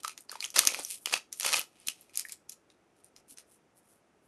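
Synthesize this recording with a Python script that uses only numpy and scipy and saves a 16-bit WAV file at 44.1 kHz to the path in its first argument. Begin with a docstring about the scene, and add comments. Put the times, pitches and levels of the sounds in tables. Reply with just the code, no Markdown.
"""A paper and plastic peel pack is pulled open in a living room, close to a small desk microphone.
First the film buckles in sharp snaps: broad noise cracks, each with the ring of a panel.
Then the seal tears in dense crackle of random grains, the sheet flexes and the syringe slides out with a hiss.
Last, fingers tick and rub faintly on the barrel. Quiet room noise, coloured and steady, lies under it all."""
import sys
import numpy as np
from scipy import signal
from scipy.fft import rfft, irfft
from scipy.io import wavfile
from scipy.ndimage import uniform_filter1d

SR = 44100
rng = np.random.default_rng(int(sys.argv[2]) if len(sys.argv) > 2 else 0)


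def store_wav(level_fs):
    """Save 16-bit WAV to argv[1]."""
    pcm = np.round(np.clip(np.atleast_2d(level_fs), -1, 1) * 32767)
    wavfile.write(sys.argv[1], SR, pcm.T.astype(np.int16))


N = 188375
T = np.arange(N) / SR  # seconds

# Source levels below are set ahead of the room and the microphone.
# Steady background of the room. Each row: frequency [Hz], relative level [dB].
ROOM_COLOUR = [(15, -62), (25, -37.5), (48, -19), (197, -9.5), (291, -9), (331, -6), (513, -11.5),
               (555, -11.5), (682, -12), (1060, -19), (1340, -19), (4270, -33), (5970, -32.5), (12000, -39),
               (15600, -74.5), (22000, -120)]
# Paper and fingers sliding on plastic.
# Each row: moment of greatest speed [s], length [s], level [dB], tilt [dB per octave].
SLIDES = [(.005, 0.031, -58.5, -7), (0.832, 0.053, -46, 3), (.92, .17, -39.5, -2.5), (1.038, 0.16, -59, 5),
          (1.382, 0.11, -51.5, 0), (1.817, 0.3, -63.5, -9.5), (1.998, 0.33, -66.5, -8),
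          (2.151, .05, -51.5, -7.5), (2.991, 0.093, -71.5, -4.5), (3.193, 0.092, -70.5, -15),
          (3.312, 0.081, -50, 0.5), (3.527, .15, -63.5, 0.5), (3.782, 0.083, -65, 3.5),
          (3.91, 0.22, -66.5, 1.5), (4.255, 0.11, -75.5, 7)]
# Colour of the sliding hiss. Each row: frequency [Hz], relative level [dB].
FRICTION_COLOUR = [(300, -38.5), (1600, -29.5), (2600, -11.5), (4500, -9.5), (7000, -6.5), (9500, 0.5),
                   (12000, -0.5)]
# Dull flaps of the whole pack and soft bumps of the hands.
# Each row: start [s], level over 1 ms [dB], swing frequency [Hz].
FLAPS = [(0.187, -52, 320), (.591, -38.5, 329), (0.671, -36, 290), (0.797, -44.5, 279), (1.16, -51.5, 171),
         (1.57, -49, 130), (1.88, -45, 256), (3.32, -51.5, 264)]
# Colour of creasing and tearing film. Each row: frequency [Hz], relative level [dB].
CRACKLE_COLOUR = [(150, -31), (450, -13.5), (1000, -4), (1250, -1), (1650, -6), (2450, 0.5), (3700, 0),
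                  (5900, 2), (7900, -2), (9300, -1), (12000, -2.5)]
# Colour of the flexing sheet. Each row: frequency [Hz], relative level [dB].
FLEX_COLOUR = [(25, -21.5), (60, -20), (110, -17), (170, -4), (250, 1), (400, 1.5), (550, 9.5), (900, -2.5),
               (2000, -30.5), (6000, -59)]
# Pulls that tear the seal.
# Each row: start [s], letting go [s], crackle level [dB], tilt [dB per octave], sheet flexing level [dB].
PULLS = [(0.555, 0.595, -28, -1.5, -43.5), (0.653, 0.798, -43, 0, -52.5), (1.12, 1.128, -29.5, -2, -43),
         (1.434, 1.494, -33, -1.5, -48), (1.516, 1.576, -32, -1.5, -49.5)]
# Colour of one crack. Each row: frequency [Hz], relative level [dB].
CRACK_COLOUR = [(30, -31), (130, -29), (300, -16), (700, -5.5), (1200, -0.5), (6200, 3.5), (7900, -2),
                (9300, -2), (12000, -1)]
# Facets of film and plastic that snap. Each row: moment [s], crack level over 1 ms [dB],
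# crack tilt [dB per octave], panel resonance [Hz], ring level over 1 ms [dB].
SNAPS = [(0.0338, -37, 4.5, 1290, -46), (0.0476, -28.5, -1.5, 1240, -24), (.0793, -28, 2, 1260, -37.5),
         (0.0951, -36.5, -1.5, 2670, -41.5), (0.1776, -38, 0, 6840, -43), (0.2073, -48, 35, 8900, -44),
         (0.295, -42, -5, 4500, -32), (0.3159, -34, 8, 1542, -38), (0.3271, -43.5, -10, 1213, -39.5),
         (.355, -39.5, -7, 945, -33.5), (.4055, -34, 0.5, 4380, -26.5), (0.426, -33, 0.5, 2460, -32.5),
         (0.4426, -28.5, 0.5, 3260, -27), (0.4504, -43, 0, 6400, -29), (.5035, -38, 5.5, 5900, -42.5),
         (0.5619, -19, -.5, 2200, -24), (.575, -27, -12, 5180, -22.5), (0.5853, -21, 0.5, 1170, -27.5),
         (0.5914, -6, 3, 11310, -6.5), (0.634, -29.5, 2.5, 1199, -30.5), (.652, -21.5, 3, 2590, -38.5),
         (0.6729, -10.5, 4, 6430, -12.5), (0.6882, -40, 1, 2420, -26.5), (0.703, -43, -16, 2378, -32.5),
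         (.7456, -29, -2, 2270, -28.5), (0.7894, -34.5, 4, 854, -33), (0.7955, -36, -14, 8650, -31.5),
         (0.8332, -50, 6, 7730, -38), (0.8491, -29.5, 14.5, 5860, -27), (1.0587, -21, 1.5, 3120, -26.5),
         (1.072, -33, -8.5, 2330, -34), (1.097, -39.5, -3, 4830, -37), (1.139, -16.5, -3, 2560, -21),
         (1.1631, -46, -1.5, 2730, -34), (1.3273, -30, 7.5, 6520, -33), (1.3989, -28, 2, 10450, -25),
         (1.409, -26.5, 1, 5700, -31.5), (1.4312, -26.5, 0, 5980, -28), (1.4488, -21, -1, 1170, -30),
         (1.4631, -19.5, 8, 2580, -25), (1.542, -18, -3, 2420, -20), (1.5612, -27, 3, 7573, -27),
         (1.5937, -21.5, 22.5, 2790, -27), (1.8006, -60.5, -0.5, 9680, -50.5), (1.872, -25.5, 8, 4010, -35),
         (1.8846, -20.5, 4, 2860, -24.5), (2.011, -69, 19, 11400, -44), (2.0952, -56.5, 3, 2400, -56.5),
         (2.1568, -35.5, 5.5, 6030, -34), (2.1738, -17.5, 12, 6700, -25.5), (2.1953, -23.5, 6, 5200, -30),
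         (2.2511, -49, 33, 1826, -32.5), (2.286, -41, 11, 4940, -53), (2.2949, -38, 3, 2310, -45),
         (2.3218, -32, 9.5, 7660, -35), (2.4954, -31.5, 10.5, 6000, -37.5),
         (2.52, -64.5, 11.5, 6850, -42.5), (2.7019, -57.5, -2.5, 3754, -55.5),
         (3.0447, -53, 14, 9110, -47.5), (3.1638, -50.5, 0.5, 5390, -45.5), (3.3739, -49, 1, 5850, -44),
         (3.3843, -43.5, 0, 8970, -42.5)]
# Resonances of the microphone housing.
# Each row: frequency [Hz], width [Hz], level added to the direct sound [dB].
HOUSING = [(1295, 50, -5), (2450, 860, -10.5), (5870, 1400, -12), (9060, 880, -6.5), (10470, 230, -11),
           (11086, 89, -12)]

ROOM_NOISE_DB = -68
TOP_HZ = 12050  # upper limit of the microphone
# the film settles after each snap: crackle dB after a 0 dB snap, dB gained per dB of snap, duration,
# dB of tilt per octave of panel pitch, share of the crack's own tilt that is kept
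SETTLE_DB, SETTLE_GROWTH, SETTLE_S, SETTLE_TILT_DB, SETTLE_TILT_SHARE = -29, 0.76, 0.053, 0.5, .3
# the creases keep the panel ringing: dB against their crackle
SETTLE_RING_DB = -7
# the film creaks just before it gives: for how long, and its peak against the crackle that follows
STRAIN_S, STRAIN_DB = 0.012, -5
# the grip tightens before each pull: for how long, and how far below the pull it crackles
GRIP_S, GRIP_DB = 0.014, -15.5
# every pull builds up quickly and eases off along a curve (exponent)
PULL_ATTACK_S, PULL_RELEASE_S, RELEASE_CURVE = 0.013, .1, 2.6
# facets that pop during a pull: rate, level against the crackle and its spread, pitch and its spread
POPS_PER_S, POP_DB, POP_SPREAD_DB, POP_HZ, POP_SPREAD_OCTAVES = 80, -1.5, 1, 2842, 0.92
# a facet starts to give this long before it snaps
LEAD_S = .002
# a typical facet, how hard it snaps and how fast its crack dies
FACET_HZ, FACET_DB, CRACK_S = 4000, -30, .0011
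# higher facets and harder snaps are quicker: exponents of pitch and of strength
QUICKER_WITH_PITCH, QUICKER_WITH_FORCE = .4, .2
# sharpness (centre over width) of each of the two resonators that make up a panel
PANEL_Q = 4.2


def undb(db):
    """Decibels to gain."""
    return 10 ** (np.asarray(db) / 20)


def unit(x):
    """Scale to rms 1."""
    return x / np.sqrt(np.mean(x ** 2))


def colour(x, points, tilt_db=0, size=2048):
    """Causal minimum-phase filter through (Hz, dB) points, tilted by so many dB an octave."""
    octave = np.log2(np.maximum(np.fft.rfftfreq(size, 1 / SR), 10))
    top = np.log2(TOP_HZ)
    hz, db = np.transpose(points)
    shape = np.interp(octave, np.log2(hz), db)
    shape += tilt_db * np.clip(octave, np.log2(600), top)
    shape -= 60 * np.maximum(octave - top, 0)
    # folding the cepstrum forward in time makes the filter causal
    cepstrum = irfft(np.log(undb(shape - shape.max())))
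    cepstrum[1:size // 2] *= 2
    cepstrum[size // 2 + 1:] = 0
    response = irfft(np.exp(rfft(cepstrum)))
    return signal.fftconvolve(x, response)[:len(x)]


def resonate(x, hz, width_hz):
    """One resonance, gain 1 at its centre."""
    b, a = signal.iirpeak(min(hz, .45 * SR), hz / width_hz, fs=SR)
    return signal.lfilter(b, a, x)


def ring_panel(x, hz):
    """A panel driven by x: two equal resonators in a row, scaled to rms 1."""
    once = resonate(x, hz, hz / PANEL_Q)
    return unit(resonate(once, hz, hz / PANEL_Q))


def add(track, start, x):
    """Mix x into the track from a given time."""
    i = int(start * SR) + np.arange(len(x))
    inside = (i >= 0) & (i < N)
    track[i[inside]] += x[inside]


def grains(rate, spread_db):
    """Random tiny clicks, most weak and a few strong."""
    size = undb(spread_db * np.minimum(rng.exponential(size=N), 4))
    return (rng.random(N) < rate / SR) * size * rng.standard_normal(N)


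def flip(decay):
    """A burst of tiny slips under an envelope, with an even spectrum."""
    spectrum = rfft(decay * rng.choice([-1, 1], len(decay)))
    power = uniform_filter1d(np.abs(spectrum) ** 2, size=50)
    return irfft(spectrum / np.sqrt(power))


def crackle(rate, spread_db, catch_db=2.0, catch_hz=170, count=6, size=400):
    """Several patches of film crackle, each with its own brief shiver; they catch and let go every few ms."""
    shiver = np.exp(-T[:size] / .0008)
    patches = sum(signal.fftconvolve(grains(rate / count, spread_db), flip(shiver))[:N] for _ in range(count))
    catch = np.interp(T * catch_hz, np.arange(N), rng.standard_normal(N))
    return patches * undb(catch_db * catch)


def room_noise():
    """The steady background of the room: white noise through the room's colour."""
    return undb(ROOM_NOISE_DB) * unit(colour(rng.standard_normal(N), ROOM_COLOUR))


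def room(x, t60_s=0.2, treble_t60_s=0.23, wet_db=-13.5, first_s=0.00043, build_s=0.0015, tilt_db=-0.8, size=16384):
    """Scattered reflections from walls and furniture; above 6.5 kHz they die away slightly more slowly."""
    t = T[:size]
    onset = 1 - np.exp(-np.maximum(t - first_s, 0) / build_s)
    echoes = colour(grains(6500, 3.7)[:size], [(100, -6.5), (1000, -0.5), (5500, 2.8), (12000, -4.0)], tilt_db)
    lows = signal.sosfiltfilt(signal.butter(2, 6500, fs=SR, output="sos"), echoes)
    treble = echoes - lows
    tail = lows * np.exp(-np.log(1000) * t / t60_s) + treble * np.exp(-np.log(1000) * t / treble_t60_s)
    # the factor 2 leaves the tail's energy 3 dB below wet_db
    response = unit(onset * tail) / np.sqrt(2 * size)
    return x + undb(wet_db) * signal.fftconvolve(x, response)[:N]


def slides(rate=7000, spread_db=4.4, steepness=1.36):
    """Fine surface roughness catches and slips: a bright, grainy hiss that grows quickly with speed."""
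    out, slips = np.zeros(N), grains(rate, spread_db)
    for middle, length_s, db, tilt_db in SLIDES:
        start = middle - length_s / 2
        speed = np.bartlett(int(length_s * SR))
        part = np.roll(slips, -int(start * SR))[:len(speed)]
        hiss = unit(colour(part, FRICTION_COLOUR, tilt_db))
        add(out, start, undb(db) * speed ** steepness * hiss)
    return out


def flaps(swing_s=.009, push_s=.0015, push_db=25, size=4096):
    """The sheet or a hand moves air: a few damped swings, and a push that grows with the square of the force."""
    out, t = np.zeros(N), T[:size]
    one_ms = np.sqrt(SR / 1000 / size)  # rms 1 over the buffer becomes the energy of 1 ms at rms 1
    push = unit(t * np.exp(-t / push_s))
    for start, db, hz in FLAPS:
        swing = unit(np.sin(2 * np.pi * hz * t) * np.exp(-t / swing_s))
        add(out, start, one_ms * (undb(db) * swing + undb(push_db) * undb(db) ** 2 * push))
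    return out


def settling():
    """Creases strain before each snap and creep after it: louder around a strong one, darker around a large facet."""
    out, creases = np.zeros(N), crackle(rate=2100, spread_db=1.5)
    strain = np.linspace(0, undb(STRAIN_DB), int(STRAIN_S * SR))
    shape = np.r_[strain, np.linspace(1, 0, int(SETTLE_S * SR))]
    for at, crack_db, tilt_db, hz, ring_db in SNAPS:
        start = at - STRAIN_S
        strength = np.hypot(undb(crack_db), undb(ring_db)) ** SETTLE_GROWTH
        slips = np.roll(creases, -int(start * SR))[:len(shape)]
        creep_tilt_db = SETTLE_TILT_DB * np.log2(hz / FACET_HZ) + SETTLE_TILT_SHARE * tilt_db
        creep = unit(colour(slips, CRACKLE_COLOUR, creep_tilt_db))
        panel = ring_panel(slips, hz)
        add(out, start, undb(SETTLE_DB) * strength * shape * (creep + undb(SETTLE_RING_DB) * panel))
    return out


def effort(start, let_go):
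    """One pull: the grip tightens, the force rises, holds and dies away. Gives the times and the force."""
    t = start - GRIP_S + T[:int((GRIP_S + let_go - start + PULL_RELEASE_S) * SR)]
    rise = np.interp(t, [start, start + PULL_ATTACK_S], [undb(GRIP_DB), 1])
    release = np.interp(t, [let_go, let_go + PULL_RELEASE_S], [1, 0]) ** RELEASE_CURVE
    return t, rise * release


def pulls():
    """Fibres of the seal give way in small runs; the whole sheet flexes beneath the crackle."""
    out = np.zeros(N)
    fibres = crackle(rate=2200, spread_db=3.0)
    flexing = grains(rate=2000, spread_db=4.5)
    for start, let_go, db, tilt_db, flex_db in PULLS:
        t, force = effort(start, let_go)
        part = int(t[0] * SR) + np.arange(len(t))
        add(out, t[0], force * undb(db) * unit(colour(fibres[part], CRACKLE_COLOUR, tilt_db)))
        add(out, t[0], force * undb(flex_db) * unit(colour(flexing[part], FLEX_COLOUR)))
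    return out


def snap(crack_db, tilt_db, hz, ring_db, rise_s=0.00034, shiver_s=.0035, shiver_db=-20, rough_db=-4, size=1536):
    """A facet of film flips over: a broad crack, a short shiver of the sheet, and the ring of the panel."""
    one_ms = np.sqrt(SR / 1000 / size)  # as in flaps()
    t = T[:size] - LEAD_S
    slowness = (FACET_HZ / hz) ** QUICKER_WITH_PITCH * undb(FACET_DB - crack_db) ** QUICKER_WITH_FORCE
    crack_s = CRACK_S * slowness
    fall = np.exp(-np.abs(t) / crack_s) + undb(shiver_db) * np.exp(-t / shiver_s)
    envelope = np.where(t < 0, np.exp(-np.abs(t) / rise_s), fall)
    crack = unit(colour(flip(envelope), CRACK_COLOUR, tilt_db))
    push = signal.unit_impulse(size, int(LEAD_S * SR)) + undb(rough_db) * flip(envelope)
    return one_ms * (undb(crack_db) * crack + undb(ring_db) * ring_panel(push, hz))


def pops(ring_db=-5.0, count=40):
    """Small facets buckle at uneven intervals while the seal is pulled, each with its own pitch."""
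    out = np.zeros(N)
    for start, let_go, db, tilt_db, _ in PULLS:
        t, force = effort(start, let_go)
        times = start + (np.arange(count) + rng.random(count)) / POPS_PER_S
        draws = np.clip(rng.standard_normal((count, 2)), -2, 2)
        for at, (loud, high) in zip(times, draws):
            if at < t[-1]:
                pop_db = db + POP_DB + POP_SPREAD_DB * loud
                hz = min(POP_HZ * 2 ** (POP_SPREAD_OCTAVES * high), TOP_HZ)
                add(out, at, np.interp(at, t, force) * snap(pop_db, tilt_db, hz, pop_db + ring_db))
    return out


def snaps():
    """The distinct snaps of film and plastic, each a facet that gives at its listed moment."""
    out = np.zeros(N)
    for at, crack_db, tilt_db, hz, ring_db in SNAPS:
        add(out, at - LEAD_S, snap(crack_db, tilt_db, hz, ring_db))
    return out


def scene():
    """The pack and the hands in the room, over its steady background."""
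    handling = slides() + flaps() + settling() + pulls() + pops() + snaps()
    return (room_noise() + room(handling))[None]


def record(dry, gain_db=-0.77):
    """The microphone housing rings a little, peaks beyond full scale are clipped, and the top is cut."""
    heard = dry + sum(undb(db) * resonate(dry, hz, width_hz) for hz, width_hz, db in HOUSING)
    heard = np.clip(undb(gain_db) * heard, -1, 1)
    return signal.sosfilt(signal.ellip(10, .2, 70, TOP_HZ, fs=SR, output="sos"), heard)


dry = scene()
out = record(dry)
store_wav(out)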